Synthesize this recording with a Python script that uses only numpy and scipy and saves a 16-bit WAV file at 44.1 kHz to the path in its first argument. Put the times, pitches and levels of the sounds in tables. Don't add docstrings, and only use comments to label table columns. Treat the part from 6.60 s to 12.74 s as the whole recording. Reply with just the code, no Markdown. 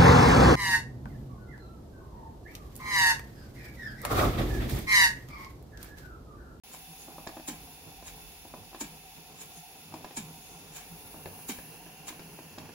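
import sys
import numpy as np
from scipy import signal
from scipy.fft import rfft, irfft
from scipy.io import wavfile
from scipy.ndimage import uniform_filter1d

SR = 44100
rng = np.random.default_rng(int(sys.argv[2]) if len(sys.argv) > 2 else 0)


def generate_wav(signal):
    frames = np.transpose(np.atleast_2d(signal))
    scaled = np.clip(frames, -1, 1) * 32767
    pcm = np.round(scaled).astype(np.int16)
    wavfile.write(sys.argv[1], SR, pcm)


N = 270774
TIME = np.arange(N) / SR
HZ = np.maximum(np.arange(N // 2 + 1) * SR / N, 1)


def amp(db):
    return 10 ** (np.asarray(db) / 20)


def lean_right(db):
    return amp([[-db], [db]])


def unit_rms(x):
    return x / np.sqrt(np.mean(x ** 2) + 1e-20)


def at_hz(points, hz):
    freqs, values = np.transpose(points)
    return np.interp(np.log(hz), np.log(freqs), values)


def automation(rows):
    times, *columns = np.transpose(rows)
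    return [np.interp(TIME, times, column) for column in columns]


def drift(rate_hz):
    return unit_rms(irfft(rfft(rng.standard_normal(N)) / (1 + (HZ / rate_hz) ** 2), N))


def swell(crest_s, rise_s, fall_s):
    return np.exp(np.maximum(np.minimum((TIME - crest_s) / rise_s, (crest_s - TIME) / fall_s), -30))


def hump(crest_s, half_s):
    return np.exp(-np.minimum(((TIME - crest_s) / half_s) ** 2, 30))


def clicks_at(times_s, gains):
    return np.bincount((np.asarray(times_s) * SR).astype(int), gains, N)[:N]


def ring(clicks, hz, t60_s):
    radius, angle = 10 ** (-3 / (t60_s * SR)), 2 * np.pi * hz / SR
    return signal.lfilter([.5, 0, -.5], [1, -2 * radius * np.cos(angle), radius ** 2], clicks + 1e-18)


def oil_film(blows, cutoff_hz):
    return signal.sosfilt(signal.butter(2, cutoff_hz, fs=SR, output="sos"), blows)


def moving_band(x, centre_hz, width_hz, block=256):
    radius = np.exp(-np.pi * width_hz / SR)
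    zeros = (1 - radius ** 2) / 2 * np.array([1, 0, -1])
    out, state = np.zeros_like(x), np.zeros((2, 2))
    for i in range(0, N, block):
        poles = [1, -(1 + radius ** 2) * np.cos(2 * np.pi * centre_hz[i] / SR), radius ** 2]
        out[:, i:i + block], state = signal.lfilter(zeros, poles, x[:, i:i + block], zi=state)
    return out


# freq_hz, power_share
EAR_SHARE = [(100, 0.9), (300, 0.89), (600, 0.71), (1200, 0.73), (2500, 0.25), (6500, 0.1), (8000, 1),
             (16000, 0.95)]
def noise(spectrum, resonances, lag_ms):
    lift_db = sum(db / (1 + (2 * (HZ - hz) / width_hz) ** 2) for hz, width_hz, db in resonances)
    colour = amp(at_hz(spectrum, HZ) + lift_db)
    share = np.clip(at_hz(EAR_SHARE, HZ), 0, 1)
    white = rfft(rng.standard_normal((3, N)))
    delay = np.exp(-2j * np.pi * HZ * np.array([[lag_ms], [0]]) / 1000)
    ears = np.sqrt(share) * white[0] * delay + np.sqrt(1 - share) * white[1:]
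    return unit_rms(irfft(colour * ears, N))


# freq_hz, t60_s
ROOM_DECAY = [(150, 0.22), (800, 0.38), (4000, 0.27), (14000, 0.06)]
def workshop(x, wet_db, predelay_s=0.0031):
    t, tail = TIME[:SR // 2], 0
    edges_hz = np.geomspace(100, 16000, 8)
    for low, high in zip(edges_hz, edges_hz[1:]):
        hz, white = np.sqrt(low * high), rng.standard_normal((3, len(t)))
        share = np.sinc(np.minimum(hz / 1500, 1))
        ears = np.sqrt(share) * white[0] + np.sqrt(1 - share) * white[1:]
        band = signal.sosfilt(signal.butter(2, [low, high], "band", fs=SR, output="sos"), ears)
        tail = tail + band * 10 ** (-3 * t / at_hz(ROOM_DECAY, hz))
    tail = unit_rms(tail * (t > predelay_s)) / np.sqrt(len(t))
    return x + amp(wet_db) * signal.fftconvolve(x * np.ones((2, 1)), tail, axes=1)[:, :N]


# freq_hz, density_db
RUMBLE_SPECTRUM = [(22, -60), (35, -17), (43, 2.5), (50, -1.5), (62, -10), (90, -12), (200, -66)]
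ROAR_SPECTRUM = [(35, -32), (70, -4), (125, -7), (220, -3.5), (350, -7.5), (450, -2.5), (590, -11),
                 (760, -8), (950, -7), (1100, -12.5), (1300, -20), (3000, -52)]
HOLLOW_SPECTRUM = [(450, -65), (660, -11), (730, 6), (810, -0.5), (860, -6), (930, 0), (1020, -27),
                   (1400, -51)]
# centre_hz, width_hz, lift_db
ROAR_PEAKS = [(93, 16, 5), (156.3, 27.7, 13.5), (278, 74, 4), (418, 3.8, 8.5), (1403, 64, 14)]
HOLLOW_PEAK = [(775, 12, 6)]
# time_s, fader_db
RUMBLE_FADER = [(0, -66), (1.55, -55.5), (2.3, -64), (2.8, -70), (3.5, -78), (3.9, -61.5), (4.25, -64),
                (6.1, -74)]
ROAR_FADER = [(0, -59), (3.2, -60), (6.14, -55)]
HOLLOW_FADER = [(0, -67), (.6, -56.5), (1.1, -60.5), (2.85, -62), (3.07, -53), (3.3, -65.5), (3.66, -61),
                (3.77, -56), (3.9, -61), (4.55, -63), (5.4, -58), (6.1, -81)]
def burner(roar_trim_db=2.5, roar_flutter_db=2.5, hollow_flutter_db=2.0):
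    roar_db = automation(ROAR_FADER)[0] + roar_trim_db + roar_flutter_db * drift(8)
    rumble = amp(automation(RUMBLE_FADER)[0]) * noise(RUMBLE_SPECTRUM, [], lag_ms=0.067)
    roar = amp(roar_db) * noise(ROAR_SPECTRUM, ROAR_PEAKS, lag_ms=0.14)
    hollow_db = automation(HOLLOW_FADER)[0] + hollow_flutter_db * drift(12)
    hollow = amp(hollow_db) * noise(HOLLOW_SPECTRUM, HOLLOW_PEAK, lag_ms=0.077)
    return rumble * lean_right(1.1) + roar * lean_right(0.6) + hollow


def extend_beat(times_s):
    spacing_s = np.diff(times_s).mean()
    return np.r_[times_s[0] - spacing_s, times_s, times_s[-1] + spacing_s]


def pressure_ebb():
    strokes_s = extend_beat(np.sort([row[0] for row in HARD_STROKES + SOFT_STROKES]))
    progress = np.interp(TIME, strokes_s, np.arange(len(strokes_s))) % 1
    return uniform_filter1d(progress ** 2, size=SR // 25)


# freq_hz, density_db
HISS_SPECTRUM = [(600, -50), (1300, -2), (2000, 0.5), (2500, 6.5), (3200, 3), (4000, 1.5), (4950, 2),
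                 (6000, 0), (7100, 1.5), (7900, -13.5), (10000, -43), (16000, -7.5)]
SPRAY_SPECTRUM = [(4000, -46), (6500, -8), (7700, -20), (8300, 0), (9400, 2), (10600, 1.5), (12200, -3.5),
                  (12900, 1.5), (13700, -0.5), (14600, 3.5), (15700, 4.5)]
# centre_hz, width_hz, lift_db
HISS_PEAKS_FAR = [(3210, 130, -3), (3530, 170, 8.5), (4290, 79, 5), (4540, 160, -6), (4780, 240, 5),
                  (5580, 180, 6.5), (6900, 140, 4.5)]
HISS_PEAKS_NEAR = [(1693, 420, 3.5), (2470, 390, -0.5), (2710, 200, 2.5), (3200, 170, -0.5),
                   (5840, 350, 3.5), (6750, 860, -1)]
SPRAY_PEAKS = [(7500, 130, 1.6), (7940, 130, 3), (11300, 370, 7.9), (14700, 280, 3.7)]
# time_s, near_share, ring_hz
APPROACH_PATH = [(3.9, 0.04, 2630), (4.35, 0.2, 2670), (4.7, .55, 2720), (4.9, 1, 2700), (5.45, 1, 2770),
                 (6.14, 1, 2650)]
# time_s, depth_share, centre_hz
HISS_NOTCH = [(4.0, .02, 3000), (4.5, 0.4, 3100), (4.78, 0.6, 3720), (5.05, 0.3, 3300), (5.35, 0.6, 4050),
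              (5.55, 0.4, 3400), (5.76, 0.8, 3850), (6.14, 0.4, 3700)]
# time_s, fader_db
SPRAY_FADER = [(0.06, -55.5), (0.24, -56), (2.38, -58), (4.19, -57.5), (4.83, -51), (5.17, -56.5),
               (6.14, -59)]
def steam_leak(hiss_db=-55.0, hiss_duck_db=0.6, spray_trim_db=8.0, spray_duck_db=3.5, ring_db=1.5):
    near, ring_hz = automation(APPROACH_PATH)
    depth, notch_hz = automation(HISS_NOTCH)
    ebb = pressure_ebb()
    hiss = np.sqrt(1 - near) * noise(HISS_SPECTRUM, HISS_PEAKS_FAR, lag_ms=0.1)
    hiss += np.sqrt(near) * noise(HISS_SPECTRUM, HISS_PEAKS_NEAR, lag_ms=0.027)
    hiss += amp(ring_db) * moving_band(hiss, ring_hz * (1 + 0.012 * drift(7)), width_hz=80)
    hiss -= depth * moving_band(hiss, notch_hz, width_hz=600).mean(axis=0)
    hiss *= amp(hiss_db - hiss_duck_db * ebb) * lean_right(0.8)
    waver = amp(0.35 * drift(15))
    spray_db = automation(SPRAY_FADER)[0] + spray_trim_db - spray_duck_db * ebb
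    spray = amp(spray_db) * noise(SPRAY_SPECTRUM, SPRAY_PEAKS, lag_ms=0.1788)
    return waver * (hiss + spray)


# freq_hz, density_db
PLINTH_SPECTRUM = [(55, -27), (75, -29), (93, 6), (115, -11), (160, -1), (300, -19), (600, -15),
                   (1200, -65)]
def plinth(level_db=-55.5, turn_share=0.84, effort_half_s=0.1):
    turns_s = extend_beat([row[0] for row in HARD_STROKES])
    crests_s = turns_s[:-1] + turn_share * np.diff(turns_s)
    effort = sum(hump(crest_s, effort_half_s) for crest_s in crests_s)
    return amp(level_db) * effort * noise(PLINTH_SPECTRUM, [], lag_ms=0.046) * lean_right(0.7)


# freq_hz, density_db
GLAND_SPECTRUM = [(1200, -12), (2500, -1), (4000, -3), (5500, -1), (7000, 8.5), (8000, -8), (9700, 7.5),
                  (12000, -8), (16000, -10)]
# crest_s, level_db, half_length_s, whistle_hz, slide_hz_per_s
GLAND_BREATHS = [(0.424, -51, 0.047, 6700, 9004), (2.975, -49.5, 0.036, 6700, -1.5),
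                 (3.904, -55, 0.18, 6480, -1500)]
def gland(whistle_db=-6.0, width_hz=260):
    out, hiss = 0, noise(GLAND_SPECTRUM, [], lag_ms=0.074)
    airy = np.array([drift(width_hz), drift(width_hz)])
    for crest_s, db, half_s, hz, slide in GLAND_BREATHS:
        pitch_hz = hz + slide * np.clip(TIME - crest_s, -2 * half_s, 2 * half_s)
        whistle = airy * np.sin(2 * np.pi * np.cumsum(pitch_hz) / SR)
        out = out + amp(db) * swell(crest_s, half_s, half_s) * (hiss + amp(whistle_db) * whistle)
    return out


def beam_bumps(pitch_hz=168.8, half_s=0.019, after_soft_s=0.163, after_hard_s=0.387, hard_db=-50.5):
    bumps = [(stroke_s + after_soft_s, db) for stroke_s, *_, db in SOFT_STROKES]
    bumps += [(stroke_s + after_hard_s, hard_db) for stroke_s, *_ in HARD_STROKES]
    return sum(amp(db) * hump(crest_s, half_s) * np.sin(2 * np.pi * (pitch_hz * TIME + rng.random()))
               for crest_s, db in bumps)


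# pitch_hz, gain_db, t60_s
PIPE_MODES = [(3903, -15.5, .15), (4470, -15.5, 0.32)]
def pipe_ring(knock_send_db=-15.0, stroke_send_db=-14.5):
    knocks_s, *_, tick_db, _ = np.transpose(BEARING_KNOCKS)
    strokes_s, *_, boom_db, _, _ = np.transpose(HARD_STROKES)
    jolts = clicks_at(knocks_s, amp(tick_db + knock_send_db))
    jolts += clicks_at(strokes_s, amp(boom_db + stroke_send_db))
    return sum(amp(db) * ring(jolts, hz, t60_s) for hz, db, t60_s in PIPE_MODES)


# pitch_hz, gain_db, t60_s
FRAME_MODES = [(153, -35, .2), (256, -15.5, 0.034), (325, -10, 0.045), (495, -12.5, 0.04),
               (648, -8.5, 0.025), (752, -6, .045), (920, -14, 0.023), (1031, -8.5, 0.044)]
def linkage(touches_per_s=30, touch_db=-58.0, spread_db=3.0):
    touches = rng.random(N) < touches_per_s / SR
    blows = touches * amp(touch_db + spread_db * np.clip(rng.standard_normal(N), -2, 2))
    chatter = sum(amp(db) * ring(blows, hz, t60_s) for hz, db, t60_s in FRAME_MODES)
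    return oil_film(chatter, cutoff_hz=1300)


# freq_hz, density_db
TICK_SPECTRUM = [(700, 12), (1300, -5), (2400, 5.5), (3100, -2.5), (4000, 2.5), (5500, -0.5), (7300, 8.5),
                 (10000, -29), (16000, -28)]
# centre_hz, width_hz, lift_db
ROD_PEAKS = [(1670, 260, 13.5), (2430, 160, 8), (3230, 87, 14.5), (3770, 120, 11.5), (4500, 77, 13),
             (5200, 160, 16), (7050, 180, 10.5)]
def rod_ticks(attack_s=0.0013, rise_s=0.00091, crack_s=0.0034, ring_db=-11.0, ring_s=0.023):
    out, steel = np.zeros((2, N)), noise(TICK_SPECTRUM, ROD_PEAKS, lag_ms=0.0073)
    for start_s, *_, db, cutoff_hz in BEARING_KNOCKS:
        crest_s = start_s + attack_s
        envelope = swell(crest_s, rise_s, crack_s) + amp(ring_db) * swell(crest_s, rise_s, ring_s)
        out += amp(db) * oil_film(envelope * steel, cutoff_hz)
    return out


# start_s, blow_db, bass_lift_db, rebound_gain_db, tick_db, tick_cutoff_hz
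BEARING_KNOCKS = [(.144, -40, -23, -17, -63, 3900), (.483, -43.5, 8, -2, -63, 1500),
                  (0.5824, -31.5, -5, -2.5, -54, 3000), (.6675, -36, 2, -11, -45, 2200),
                  (0.6722, -32, -1, -4, -36, 6000), (0.6919, -37.5, -8, 0, -56, 5000),
                  (0.7692, -33.5, 3, 0.5, -43, 2500), (0.7973, -37.5, -4, -3, -49, 3540),
                  (1.426, -42.5, 5, -11, -49, 3040), (1.852, -41.5, 6, -12, -55, 2500),
                  (1.9392, -30.5, -11, -3.5, -44, 2000), (2.130, -39, -4, -12, -58, 2500),
                  (2.147, -33.5, 5.5, -17, -42.5, 3480), (3.324, -39, -4, -9, -49, 2470),
                  (3.34, -32.5, 3.5, 0.5, -44, 7700), (3.408, -43.5, 4, -6, -56, 2000),
                  (3.4451, -29, -18, -9, -40, 3320), (3.508, -43, 2, -9, -45, 3050),
                  (4.543, -37, -8, -3, -44, 1500), (4.657, -38, -10, -6, -30.5, 1890),
                  (4.672, -39, -9, -8, -51, 2200), (4.790, -48, 0, -5, -49, 2500),
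                  (4.9862, -53, 6, -14, -38, 2500), (5.263, -44, 6, -7, -44, 2500),
                  (5.503, -41.5, 7, -2, -42, 2500), (5.527, -43, -7, -16, -52, 2500),
                  (5.593, -46, 16, -2, -40, 3000), (5.7882, -36, -2.5, -2.5, -42.5, 2100),
                  (5.9792, -42.5, 7, 1, -47, 3000), (5.9832, -37, -16, -12, -40, 6000),
                  (6.055, -45, -8, -8, -48, 2200), (6.092, -38, -8, -4, -47, 2290)]
def bearings(rebound_s=0.00332, vary_db=0.87, detune=0.029, scatter_s=0.00018, bass_hz=420, soft_hz=1750):
    length = SR // 2
    out = np.zeros(N + length)
    for start_s, blow_db, bass_db, rebound_db, *_ in BEARING_KNOCKS:
        blows = clicks_at([0, rebound_s], amp([0, rebound_db]))[:length]
        for hz, mode_db, t60_s in FRAME_MODES:
            louder, sharper, later = rng.standard_normal(3)
            shelf_db = bass_db / (1 + (hz / bass_hz) ** 4)
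            gain = amp(blow_db + mode_db + vary_db * louder + shelf_db)
            start = int((start_s + scatter_s * later) * SR)
            out[start:start + length] += gain * ring(blows, hz * (1 + detune * sharper), t60_s)
    return oil_film(oil_film(out[:N], soft_hz), soft_hz)


# time_s, puff_db, throat_gain_db, spray_db, boom_db, boom_start_hz, boom_tail_gain_db
HARD_STROKES = [(0.8832, -35.5, -6.5, -41, -31, 315, -16), (2.211, -35, -9, -42, -28, 338, -19),
                (3.572, -33.5, -11.5, -48, -37.5, 280, -4.5), (4.893, -36.5, -3, -36, -25.5, 319, -21.5)]
def pipe_booms(end_hz=162, glide_s=0.02645, rise_s=0.0042, fall_s=0.0084, tail_s=0.12, rough_db=3.0):
    out, waver = 0, 1 + 0.129 * drift(62)
    for start_s, *_, db, start_hz, tail_db in HARD_STROKES:
        t = np.clip(TIME - start_s, 0, 1)
        pitch_hz = (end_hz + (start_hz - end_hz) * np.exp(-t / glide_s)) * waver
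        attack = 1 - np.exp(-t / rise_s)
        decay = np.exp(-t / fall_s) + amp(tail_db) * np.exp(-t / tail_s)
        out = out + amp(db) * attack * decay * np.sin(2 * np.pi * np.cumsum(pitch_hz * (t > 0)) / SR)
    return out * amp(rough_db * drift(180))


# freq_hz, density_db
JET_SPECTRUM = [(1000, -1.5), (3000, -6), (5000, 1.5), (6300, -1.5), (7100, 15.5), (8200, 6.5), (9000, -4),
                (10000, 3), (12000, -20), (16000, -19)]
THROAT_SPECTRUM = [(150, -38), (400, 9), (900, 0), (1400, 4.5), (2400, 4.5), (3200, 4.5), (4600, 3.5),
                   (7000, 5.5), (12000, -3)]
# centre_hz, width_hz, lift_db
EXHAUST_PEAKS = [(850, 150, 13), (1046, 92, 9.5), (1300, 32, 3.5), (1646, 190, 9.5), (2330, 235, 12.5),
                 (3140, 230, 8), (3860, 88, 11), (4510, 83, 7), (5780, 170, 6.5), (9400, 540, 13),
                 (1430, 140, -6.5), (1990, 140, -2), (3500, 140, 1), (4240, 130, -2), (4900, 190, -7),
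                 (8540, 410, -8)]
HARD_WHISTLES = [(6730, 80, 9), (7210, 60, 7), (7420, 50, 10), (7630, 50, 4)]
SOFT_WHISTLES = [(6830, 240, 10), (7140, 200, -3), (7550, 240, 7)]
# time_s, puff_db, throat_gain_db, spray_db, rise_s, fall_s, beam_bump_db
SOFT_STROKES = [(.140, -49, -5, -51, .02, 0.012, -50.5), (1.478, -45, -3, -53, 0.016, 0.0067, -53),
                (2.82, -47.5, -4, -46, .029, 0.0073, -47), (4.166, -47, -2, -45, 0.024, 0.022, -41),
                (5.485, -41, 2, -44, 0.0094, 0.0046, -48.5)]
def exhaust(hard_rise_s=0.0063, hard_fall_s=0.012, hard_trim_db=1.5, soft_trim_db=2.5,
            throat_trim_db=2.5, throat_delay_s=0.004, throat_linger=2.3, sputter_db=2.0):
    hard = [(*row[:4], hard_rise_s, hard_fall_s) for row in HARD_STROKES]
    soft = [row[:-1] for row in SOFT_STROKES]
    throat_level, spray_level = 0, 0
    for crest_s, puff_db, throat_db, spray_db, rise_s, fall_s in hard + soft:
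        body = swell(crest_s + throat_delay_s, rise_s, fall_s * throat_linger)
        throat_level += amp(puff_db + throat_db + throat_trim_db) * body
        spray_level += amp(spray_db) * swell(crest_s, rise_s=0.013, fall_s=0.018)
    puffs = throat_level * noise(THROAT_SPECTRUM, EXHAUST_PEAKS, lag_ms=0.064)
    jets = (hard, hard_trim_db, HARD_WHISTLES), (soft, soft_trim_db, SOFT_WHISTLES)
    for strokes, trim_db, whistles in jets:
        jet_level = sum(amp(puff_db + trim_db) * swell(crest_s, rise_s, fall_s)
                        for crest_s, puff_db, _, _, rise_s, fall_s in strokes)
        puffs += jet_level * noise(JET_SPECTRUM, EXHAUST_PEAKS + whistles, lag_ms=0.073)
    sputter = amp(sputter_db * drift(340))
    return puffs * sputter + spray_level * noise(SPRAY_SPECTRUM, [], lag_ms=0.077)


def scene():
    knocks = workshop(bearings() + rod_ticks() + linkage() + pipe_ring(), wet_db=-9.5)
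    booms = workshop(pipe_booms() + beam_bumps(), wet_db=-10.0) * lean_right(0.9)
    chuffs = workshop(exhaust(), wet_db=-9.5)
    bed = gland() + plinth() + burner() + steam_leak()
    return bed + knocks + booms + chuffs


def record(dry, start_s=0.036, cutoff_hz=15800):
    return irfft(rfft(dry * (TIME > start_s)) / (1 + (HZ / cutoff_hz) ** 200), N)


dry = scene()
out = record(dry)
generate_wav(out)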